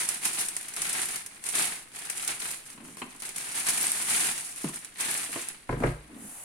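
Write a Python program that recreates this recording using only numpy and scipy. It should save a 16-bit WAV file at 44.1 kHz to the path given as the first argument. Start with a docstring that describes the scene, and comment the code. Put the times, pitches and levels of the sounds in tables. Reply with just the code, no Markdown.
"""A thin plastic bag is worked off a hard-shell case on a wooden table in a small room.
Film: swarms of random clicks ring facet resonators; sharp snaps pair a ping with a short run of noise.
Case: damped modes and noise bursts make the knocks as it is lifted by its handle and the dull, rocking
thump as it is set down; shaped noise makes its slides along the wood. Faint room noise lies beneath."""
import sys
import numpy as np
from scipy import signal
from scipy.fft import rfft, irfft, next_fast_len
from scipy.io import wavfile
from scipy.ndimage import uniform_filter1d

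SR = 44100
rng = np.random.default_rng(int(sys.argv[2]) if len(sys.argv) > 2 else 0)


def put_to_file(sound):
    """Save the sound as 16-bit audio at rate SR, in the file named by the first command-line argument."""
    columns = np.atleast_2d(sound).T  # one column per channel
    safe = np.clip(columns, -1, 1)
    whole_steps = np.round(safe * 32767)
    wavfile.write(sys.argv[1], SR, whole_steps.astype(np.int16))


N = 283987
TIME = np.arange(N) / SR


def from_db(db):
    """Decibels to amplitude gain."""
    return 10 ** (np.asarray(db) / 20)


def unit_energy(x):
    """Scale each channel to energy 1."""
    return x / np.sqrt(np.sum(x ** 2, axis=-1, keepdims=True) + 1e-20)


def at_hz(points, hz):
    """Interpolate a table on a log-frequency axis."""
    knots_hz, values = np.transpose(points)
    return np.interp(np.log(hz + 1), np.log(knots_hz), values)


def through(x, response):
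    """Convolve with an impulse response, channel by channel."""
    return signal.oaconvolve(np.atleast_2d(x), np.atleast_2d(response), axes=-1)[:, :N]


def coloured(x, spectrum, size=4096):
    """Minimum-phase filter of the given spectrum that keeps the power of white input."""
    level_db = at_hz(spectrum, np.fft.rfftfreq(size, 1 / SR))
    cepstrum = irfft(np.log(from_db(level_db)))
    # fold the cepstrum to make the response causal
    cepstrum[1:size // 2] *= 2
    cepstrum[size // 2 + 1:] = 0
    return through(x, unit_energy(irfft(np.exp(rfft(cepstrum)))))


def diffuse(size):
    """White stereo noise, alike in the bass and nearly unrelated in the treble."""
    # channel correlation of the diffuse field: (frequency [Hz], correlation [-1..1])
    likeness = [(60, 0.3), (140, 1), (290, 0.9), (640, 0.67), (1400, 0.06), (3000, 0.22), (7000, 0.00084)]
    padded = next_fast_len(size, True)
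    mid, side = rfft(rng.standard_normal((2, padded)))
    alike = at_hz(likeness, np.fft.rfftfreq(padded, 1 / SR))
    common = np.sqrt((1 + alike) / 2) * mid
    opposed = np.sqrt((1 - alike) / 2) * side * [[1], [-1]]
    return irfft(common + opposed, padded)[:, :size]


def burst(decay_s, size=4096):
    """Exponentially dying stereo noise with energy 1 per channel."""
    return unit_energy(diffuse(size) * np.exp(-TIME[:size] / decay_s))


def add(out, s, sound):
    """Mix a sound into out from time s on."""
    start = round(s * SR)
    out[..., start:start + sound.shape[-1]] += sound[..., :N - start]


def wander(per_s, size=32768):
    """Random values, per_s of them each second, joined by lines; spread near 1."""
    return np.interp(TIME * per_s, np.arange(size), rng.standard_normal(size))


def dying(energy, decay_s):
    """Spread every impulse of energy over an exponential decay."""
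    keep = np.exp(-1 / (decay_s * SR))
    return signal.lfilter([1 - keep], [1, -keep], energy + 1e-18)


def with_scatter(direct, energy):
    """A direct sound plus its diffuse scatter off table and case, decaying with the energy."""
    scatter_share, scatter_decay_s = 0.68, 0.0044  # share is of the energy
    scatter = np.sqrt(scatter_share * dying(energy, scatter_decay_s)) * diffuse(N)
    return np.sqrt(1 - scatter_share) * direct + scatter


def room(x, tail_db, size=22050):
    """Add the short diffuse tail of a furnished room, starting 8 ms after the direct sound."""
    t60_s = 0.41
    t = TIME[:size]
    tail = unit_energy(diffuse(size) * (t > .008) * np.exp(-np.log(1000) * t / t60_s))
    return x + through(x, from_db(tail_db) * tail)


def from_left(x):
    """The case lies to the left, so its ring reaches the right side later."""
    lag_s = 0.00019
    return np.array([x, np.interp(TIME - lag_s, TIME, x)])


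def room_noise():
    """Steady diffuse noise with the room's spectrum."""
    # room noise spectrum: (frequency [Hz], relative density [dB])
    air_spectrum = [(25, 1.5), (60, -11.5), (150, -6.5), (300, -8), (700, -16.5), (2000, -11.5),
                    (5000, -32), (15000, -46)]
    level_db = -59
    return from_db(level_db) * coloured(diffuse(N), air_spectrum)


def glide():
    """The case's fine-grained skin hisses as it glides on the wood: a swell that then holds."""
    # push along the table: (half-way time [s], swell time constant [s], level [dB])
    push = (6.2, 0.03, -43.5)
    # hiss spectrum: (frequency [Hz], relative density [dB])
    hiss_spectrum = [(290, -44), (500, -15), (724, -6.5), (1190, -12.5), (1450, -11), (2840, -15),
                     (3410, -20), (5540, -18), (5780, -13.5), (10100, 1), (15000, -26)]
    s, swell_s, level_db = push
    gain = (1 + np.tanh((TIME - s) / (2 * swell_s))) / 2
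    return from_db(level_db) * gain * coloured(diffuse(N), hiss_spectrum)


def slides(judder_db):
    """The shell rubs on the wood: low noise in smooth swells with random judder."""
    # rubs: (middle time [s], half length to 1/e [s], level before judder [dB])
    rubs = [(2.844, 0.087, -49.5), (5.816, .03, -38.5), (6.185, 0.11, -47)]
    # rub spectrum: (frequency [Hz], relative density [dB])
    rub_spectrum = [(40, -20), (120, -10), (230, 6.5), (320, -0.5), (450, -10.5), (1000, -16), (2500, -22),
                    (6000, -51)]
    push = sum(from_db(db) * np.exp(-((TIME - s) / half_s) ** 2) for s, half_s, db in rubs)
    judder = from_db(judder_db * wander(56))
    return coloured(diffuse(N) * push * judder, rub_spectrum)


def bump(stiffening, relax_s, decay_s, contact_s, overtone, overtone_db):
    """The dented panel is stiff at first and relaxes, so thud and shorter overtone fall in pitch."""
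    # corner meets table: (time [s], nominal level [dB], settled frequency [Hz])
    corner = (4.642, -22.5, 145)
    s, level_db, settled_hz = corner
    t, out = TIME[:N // 8], np.zeros(N)
    hz = settled_hz * (1 + stiffening * np.exp(-t / relax_s))
    phase = 2 * np.pi * np.cumsum(hz) / SR
    fade = np.exp(-t / decay_s)
    swing = (1 - np.exp(-t / contact_s)) * fade
    partials = np.cos(phase) + from_db(overtone_db) * fade * np.sin(overtone * phase)
    add(out, s, from_db(level_db) * swing * partials)
    return room(from_left(out), tail_db=-12.5)


def struck(modes, favoured_hz, focus_db, scatter_db, contact_s, size=22050):
    """Damped modes; those off the favoured pitch lose focus_db per octave squared."""
    hz, db, t60_s = np.transpose(modes)[:, :, None]
    t = TIME[:size]
    db = db - focus_db * np.log2(hz / favoured_hz) ** 2 + scatter_db * rng.standard_normal(hz.shape)
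    rings = from_db(db) * np.exp(-np.log(1000) * t / t60_s) * np.sin(2 * np.pi * hz * t)
    signs = (-1) ** np.arange(len(modes))
    return signs @ rings * (1 - np.exp(-t / contact_s))


def knocks(shell_db, rim_db, clack_db, tap_db, boom_db, held_boom_db, clack_s, tap_s):
    """Blows ring shell and table; held contacts also tap, landings also ring the rim and clack."""
    # knocks on the held case:
    # (time [s], nominal level [dB], tap re level [dB], favoured frequency [Hz])
    hand_knocks = [(2.776, -41.5, -7, 198), (2.803, -38.5, -12, 240), (2.85, -41, -10, 250),
                   (2.884, -37.5, -11.5, 230), (2.970, -36.5, -10.5, 320), (3.0180, -30, -2, 218),
                   (3.0339, -25, -30, 160), (3.150, -39.5, -12, 199), (3.2204, -46.5, 1, 400),
                   (4.6435, -18.5, -19.5, 301), (4.6887, -24, -21, 222), (5.289, -31, -19, 369),
                   (5.358, -22, -14.5, 520)]
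    # case lands on one edge, rocks and drops flat: (time [s], nominal level [dB],
    # rim and clack re level [dB], table boom re level [dB], favoured frequency [Hz])
    landings = [(5.692, -14.5, -13, -13.5, 281), (5.7257, -16.6, -15.5, -10, 304),
                (5.7384, -23.6, -13, -19, 509), (5.765, -21, -18, -14, 191), (5.8024, -13.8, -24, -20, 205),
                (5.823, -28.4, -4, -25, 553), (5.8358, -10, -9.5, -11.5, 316),
                (5.8599, -15.5, -15, -19, 261), (5.8747, -17.5, -17, -7.5, 203)]
    # shell modes: (frequency [Hz], relative level [dB], T60 [s])
    shell_modes = [(165.3, -2, 0.097), (221.4, -8.5, 0.17), (271.1, -0.1, 0.096), (341, -6.5, 0.13),
                   (357.6, -9.5, 0.26), (404, -5, 0.096), (481.4, -8.5, 0.19), (584, -6.5, .13),
                   (672, -3, 0.19), (910, -5, .07)]
    # stiff rim modes: (frequency [Hz], relative level [dB], T60 [s])
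    rim_modes = [(507, -2, 0.055), (614, -8, 0.12), (668, -7, 0.089), (980, 2, 0.057), (1050, -12, .07),
                 (1220, -2.5, 0.045), (1600, -2, 0.099), (1980, -9, 0.067), (2090, -12, 0.056),
                 (2200, -14.5, 0.037)]
    # table top modes: (frequency [Hz], relative level [dB], T60 [s])
    table_modes = [(38.4, 6, 0.36), (56.5, -8, 0.51), (121.3, .1, .22), (151.4, -8, 0.34)]
    # light, hard tap spectrum: (frequency [Hz], relative density [dB])
    tap_spectrum = [(59, -37), (100, -8), (237, -0.5), (530, -16.5), (1040, -2.5), (1620, -12), (2520, -10),
                    (3200, -13), (3570, -30), (4060, -16), (5250, -41), (8000, -28), (10400, -56),
                    (17600, -120)]
    # landing clack spectrum: (frequency [Hz], relative density [dB])
    clack_spectrum = [(100, -32), (300, 3.5), (500, 6.5), (680, 0), (820, 2), (1020, 1.5), (1400, -4),
                      (2150, -4), (2750, -16.5), (3400, -29), (8000, -35), (15000, -56)]

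    body, rim = np.zeros((2, N))
    taps, clacks = np.zeros((2, 2, N))
    held = [(s, db, hard_db, held_boom_db, hz) for s, db, hard_db, hz in hand_knocks]
    for s, db, _, weight_db, hz in held + list(landings):
        shell = struck(shell_modes, hz, focus_db=7.5, scatter_db=1.6, contact_s=0.001)
        boom = struck(table_modes, hz, focus_db=1.5, scatter_db=0.5, contact_s=0.0033)
        add(body, s, from_db(db + shell_db) * shell)
        add(body, s, from_db(db + weight_db + boom_db) * boom)
    for s, db, hard_db, _ in hand_knocks:
        add(taps, s, from_db(db + hard_db + tap_db) * burst(tap_s))
    for s, db, hard_db, _, _ in landings:
        ring = struck(rim_modes, favoured_hz=1000, focus_db=1.5, scatter_db=2.5, contact_s=.0004)
        add(rim, s, from_db(db + hard_db + rim_db) * ring)
        add(clacks, s, from_db(db + hard_db + clack_db) * burst(clack_s))
    hard = from_left(rim) + coloured(taps, tap_spectrum) + coloured(clacks, clack_spectrum)
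    return from_left(body) + room(hard, tail_db=-6.0)


def effort():
    """Nominal crackle and rustle levels [dB]: pulls rise, hold, relax, and add in power."""
    # grabs and pulls at the bag:
    # (start [s], hold [s], nominal crackle [dB], rustle re crackle [dB])
    grabs = [(0, 0, -24, -9), (0.088, 0.064, -35.5, -7), (0.252, 0, -26, -7.5), (0.337, 0.0066, -32, -9.5),
             (0.392, 0.014, -27.5, -9), (0.509, 0.2, -44, -4.5), (0.778, 0.037, -35.5, -5),
             (0.851, 0.18, -31.5, -8.5), (0.95, 0.05, -39, 1), (1.096, 0.059, -35, -6.5),
             (1.323, 0.03, -50, -3.5), (1.462, 0.14, -35.5, -9), (1.556, 0.079, -27, -6.5),
             (1.724, 0.00047, -35.5, -4.5), (1.953, .17, -41, -5.5), (2.172, 0.07, -35.5, -8.5),
             (2.292, 0.0041, -32.5, -4), (2.423, 0.086, -34.5, -6.5), (2.658, 0.056, -46.5, -7.5),
             (2.85, 0.061, -47.5, -17), (2.985, 0.022, -46.5, -8.5), (3.096, 0.056, -51, -6),
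             (3.239, 0.034, -39.5, -4.5), (3.365, 0.14, -37, -6.5), (3.55, 0.049, -30, -8.5),
             (3.673, 0.011, -25, -7.5), (3.744, 0.13, -28.5, -9), (3.929, 0.16, -31, -8.5),
             (4.099, .15, -26, -8), (4.279, 0.021, -30.5, -6), (4.381, 0.002, -33, -11),
             (4.44, 0.07, -40.5, -11.5), (4.577, 0.1, -38, -9.5), (4.739, 0.014, -39, -8.5),
             (4.818, 0.04, -52.5, -0.5), (5.003, 0.076, -31.5, -5), (5.105, 0.045, -31.5, -6.5),
             (5.182, 0.06, -34.5, -7), (5.324, 0.091, -36.5, -6.5), (5.488, 0, -45, 0),
             (5.71, 0.0029, -50, 0), (5.804, 0, -46.5, -10), (5.863, 0, -45.5, -0.5)]
    # the film never lies quite still: (nominal crackle [dB], nominal rustle [dB])
    rest_levels = (-59, -61.5)
    tighten_db_per_s, relax_db_per_s = 379, 166
    fumble_db, fumble_per_s = 0.66, 35  # unsteady grip
    t = TIME[::44]
    start_s, hold_s, db, sheet_db = np.transpose(grabs)[:, :, None]
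    rise_db = tighten_db_per_s * np.maximum(start_s - t, 0)
    fall_db = relax_db_per_s * np.maximum(t - start_s - hold_s, 0)
    crackle_db = db - rise_db - fall_db
    fumble = fumble_db * wander(fumble_per_s)
    levels = []
    for layer_db, rest_db in zip((crackle_db, crackle_db + sheet_db), rest_levels):
        power = np.sum(from_db(layer_db) ** 2, axis=0) + from_db(rest_db) ** 2
        levels.append(np.interp(TIME, t, 10 * np.log10(power)) + fumble)
    return levels


def avalanches(per_s, decay_s, size_db):
    """One buckle sets off its neighbours: a gain that jumps at random moments and dies away."""
    starts = (rng.random(N) < per_s / SR) * np.minimum(rng.exponential(1, N), 3)
    return np.sqrt(1 + from_db(size_db) ** 2 * dying(starts, decay_s) * decay_s * SR)


def buckling(level_db, peak_per_s, crowding, spread_db, clump_db, aim_db):
    """Stereo clicks of buckling film; harder handling makes them both denser and louder."""
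    rate_per_s = peak_per_s * from_db(crowding * (level_db - level_db.max()))
    sizes = from_db(spread_db * np.minimum(rng.exponential(1, N), 5)) * rng.choice([-1, 1], N)
    clicks = sizes * (rng.random(N) < rate_per_s / SR)
    clicks = clicks * avalanches(per_s=70, decay_s=0.0033, size_db=clump_db)
    # aim_db spreads each side's level; the right side's clicks shift by up to 25 samples
    left, right = clicks * from_db(aim_db * rng.standard_normal((2, N)))
    arrival = np.clip(np.arange(N) + rng.integers(-25, 26, N), 0, N - 1)
    clicks = np.array([left, np.bincount(arrival, right, N)])
    # the hand feeds in energy steadily, whatever the size of the clicks
    power = np.abs(uniform_filter1d(np.mean(clicks ** 2, axis=0), size=2400)) + 1e-4
    return from_db(level_db) * clicks / np.sqrt(power)


def facets(clicks, low_hz, high_hz, quality, shift_db, count=20):
    """Each click rings one facet for a few cycles; facet gains wander as the bag deforms."""
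    reshape_per_s = 40
    dealt = rng.integers(0, count, N)
    rings = 0
    for k, hz in enumerate(np.geomspace(low_hz, high_hz, count)):
        resonator = signal.iirpeak(hz, quality, fs=SR)
        gain = from_db(shift_db * wander(reshape_per_s))
        rings = rings + signal.lfilter(*resonator, clicks * (dealt == k) * gain + 1e-18)
    # a narrow facet passes only part of a click's energy
    passed = np.pi / 2 / quality / np.log(high_hz / low_hz)
    return with_scatter(rings / np.sqrt(passed), clicks ** 2)


def bag(crackle_db, rustle_db):
    """Small creases crackle near 9 kHz; the broad sheet rustles lower down."""
    # crackle spectrum: (frequency [Hz], relative density [dB])
    crackle_spectrum = [(1500, -22.5), (3500, -15), (5200, -9.5), (7200, -4.5), (8400, -1), (9300, 3),
                        (10400, -0.5), (11500, -8.5), (13000, -18.5), (16000, -27)]
    # rustle spectrum: (frequency [Hz], relative density [dB])
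    rustle_spectrum = [(40, -18), (95, -13), (165, -3), (400, -4), (550, -12), (720, -2), (1050, -3.5),
                       (1600, 0), (2300, 2), (3200, -2.5), (4500, -4.5), (8000, -29)]
    creases = buckling(crackle_db, peak_per_s=5000, crowding=0.28, spread_db=2.0, clump_db=4, aim_db=0.0)
    folds = buckling(rustle_db, peak_per_s=2400, crowding=.3, spread_db=3.0, clump_db=3.5, aim_db=1.5)
    creases = facets(creases, low_hz=2570, high_hz=16200, quality=6.2, shift_db=2.0)
    folds = facets(folds, low_hz=445, high_hz=6100, quality=4.0, shift_db=3.0)
    crackle = coloured(creases, crackle_spectrum)
    rustle = coloured(folds, rustle_spectrum)
    return from_db(-1.06) * crackle + from_db(0.79) * rustle


def lesser_snaps(crackle_db, decay_s, ping_db, count):
    """Rows of small snaps at random times, their energy set above the crackle level there."""
    above_db, spread_db, pan_db = 19.5, 1.5, 7
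    when, size, side = rng.random((count, 3)).T
    at = (when * N).astype(int)
    db = crackle_db[at] + above_db - spread_db * np.log(np.maximum(size, np.exp(-3)))
    return [(*row, decay_s, ping_db) for row in zip(TIME[at], db, pan_db * (2 * side - 1))]


def snaps(crackle_db, run_db, ping_db, grain_db, rise_s):
    """A big crease gives way in a short, jagged run of buckles, with a ping from the same moment."""
    # single creases snapping through: (time [s], nominal energy [dB], left re right [dB],
    # run decay [s], nominal ping re run [dB])
    big_snaps = [(0.0892, 3, -5, 0.001, 0.5), (0.0915, -6, 4, 0.00076, 6), (0.227, -19, 0, .001, 2),
                 (0.2518, 3, 1, 0.0035, -13), (0.394, -6, 7, 0.0023, -6), (0.412, -6, 2, .001, -3),
                 (0.4853, -2, 2, 0.0024, -0.5), (0.5657, -1, 1, 0.0016, 1.5), (0.611, -12.5, 0, .002, -2.5),
                 (0.6278, -15, 2.5, 0.0018, -9), (0.6836, -9.5, 1.5, 0.0035, -9),
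                 (0.7372, -9.5, 1, 0.0018, -15), (0.7632, -5.5, 1, 0.0033, -16),
                 (0.8178, 0, 1, 0.0023, -11), (.8945, -6.5, 1, 0.00092, 3), (0.866, -9, 5, .001, -3),
                 (0.930, -6, 4, 0.0011, 4), (1.0176, -2.5, -2, .001, 1), (1.0565, -4, 0, .0007, 0),
                 (1.087, -7, 3, .002, -5), (1.1585, -4, 2, .002, -8), (1.2615, -9.5, -1, 0.0026, -12.5),
                 (1.4392, -9.5, 5, .002, -8.5), (1.4652, -6.5, 3, 0.0023, -8), (1.4886, -2, -4, 0.0024, -6),
                 (1.6535, -3, -3, 0.0018, -4), (1.9485, -20, 0, .002, -8), (2.053, -11.5, 1, 0.0019, 0),
                 (2.0982, -2, 4, 0.0022, -23), (2.2485, -7, 0, .001, -2.5), (2.2768, 1.5, -2.5, 0.0019, -7),
                 (2.401, -7.5, 2, 0.0028, -14), (2.4595, -14, 2, .001, -7), (2.5436, -13, -4, 0.0012, -4),
                 (2.7015, -15.5, -0.5, 0.0012, -6), (2.9695, -17.5, 1, 0.00086, -15),
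                 (3.2006, -14.5, -3, .003, -15), (3.210, -22, -2, .001, -8),
                 (3.2212, -10.5, 1.5, 0.0011, -15), (3.2525, -11, 0, .002, -6), (3.290, -9.5, -2, .002, -9),
                 (3.3612, -6, 1, .002, -4), (3.3815, -7, 0, .002, -12), (3.403, -12, 0.5, 0.0016, -7.5),
                 (3.496, -21, -3, .001, 2), (3.6855, 3, 3, 0.0036, -15), (3.692, -1, 2, .002, -9),
                 (3.704, 0, -4, 0.0018, -6), (3.8225, -3.5, 7, .0007, 1), (3.8295, -4, -2.5, .0007, 9),
                 (3.8685, 1, 4, .001, 12), (3.9179, 3.5, -1, 0.0013, 8), (4.015, -8, 6.5, 0.0011, 0),
                 (4.0985, -1, 4, 0.0024, -2), (4.162, -2, 1, 0.001, 1), (4.378, -7.5, 1, .002, -10),
                 (4.5605, -15.5, 3, .002, -3), (4.741, -13, 3, .002, -5), (4.759, -8.5, 1, 0.0018, 4),
                 (4.8467, -12, -4, 0.0023, -6), (5.008, -3, 0, 0.0016, -8), (5.112, -3.5, 1, 0.0034, 3),
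                 (5.4095, -22, 0, .003, -6), (5.486, -5, -2, .002, 2)]
    # run spectrum: (frequency [Hz], relative density [dB])
    run_spectrum = [(150, -17), (1000, -9.5), (2300, 0.5), (3500, -6.5), (5500, 0), (7500, 2.5), (9200, 9),
                    (10600, 4), (12500, -8.5), (16000, -17.5)]
    # the ringing facet: a short ping that starts together with the run
    median_hz, spread_octaves, ping_decay_s = 9780, 0.11, 0.00082
    energy, pings = np.zeros((2, 2, N))
    t = TIME[:2048]
    rise = 1 - np.exp(-t / rise_s)
    rows = lesser_snaps(crackle_db, decay_s=0.0018, ping_db=-4, count=140) + list(big_snaps)
    jagged = from_db(grain_db * wander(2500))
    for s, db, pan_db, decay_s, ping_rel_db in rows:
        detune, *turns = rng.standard_normal(3)
        ping_gain = from_db(ping_rel_db)
        sides_db = db + np.array([[pan_db], [-pan_db]]) / 2
        gain = from_db(sides_db) / np.hypot(1, ping_gain)  # run and ping share the energy
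        grain = jagged.take(round(s * SR) + np.arange(len(t)), mode="wrap")
        run = unit_energy(rise * np.exp(-t / decay_s) * grain)
        # the two sides hear the ping out of step
        cycles = median_hz * 2 ** (spread_octaves * detune) * t + np.array(turns)[:, None]
        ping = unit_energy(rise * np.exp(-t / ping_decay_s) * np.sin(2 * np.pi * cycles))
        add(energy, s, (gain * from_db(run_db) * run) ** 2)
        add(pings, s, gain * ping_gain * from_db(ping_db) * ping)
    runs = with_scatter(np.sqrt(energy) * diffuse(N), energy)
    return pings + coloured(runs, run_spectrum)


def scene():
    """Bag and case in the room, over faint room noise."""
    case = knocks(shell_db=-11.5, rim_db=-10.5, clack_db=25.0, tap_db=27.5, boom_db=1.0,
                  held_boom_db=-37, clack_s=0.01, tap_s=0.01)
    case += slides(judder_db=2.5) + glide()
    case += bump(stiffening=1.38, relax_s=0.008, decay_s=0.022, contact_s=0.0011,
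                 overtone=2.1, overtone_db=-9.5)
    crackle_db, rustle_db = effort()
    film = bag(crackle_db, rustle_db)
    film += snaps(crackle_db, run_db=.5, ping_db=0.0, grain_db=3, rise_s=0.00038)
    return room_noise() + case + room(film, tail_db=-9.5)


def record(dry):
    """The left and right sides differ in colour, strongly above 12 kHz; the top is cut steeply."""
    # left side re right: (frequency [Hz], level difference [dB])
    side_balance = [(500, -0.5), (1000, 2), (1900, 3), (4000, -1), (7500, -3), (10500, 0.5), (13000, 12),
                    (15000, -9.5)]
    cutoff_hz = 16000
    padded = next_fast_len(N + N // 64, True)
    balance_db = at_hz(side_balance, np.fft.rfftfreq(padded, 1 / SR))
    gains = from_db([balance_db / 2, -balance_db / 2])
    heard = irfft(rfft(dry, padded) * gains, padded)[:, :N]
    lowpass = signal.ellip(10, .1, 70, cutoff_hz, fs=SR, output="sos")
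    return signal.sosfilt(lowpass, heard)


dry = scene()
out = record(dry)
put_to_file(out)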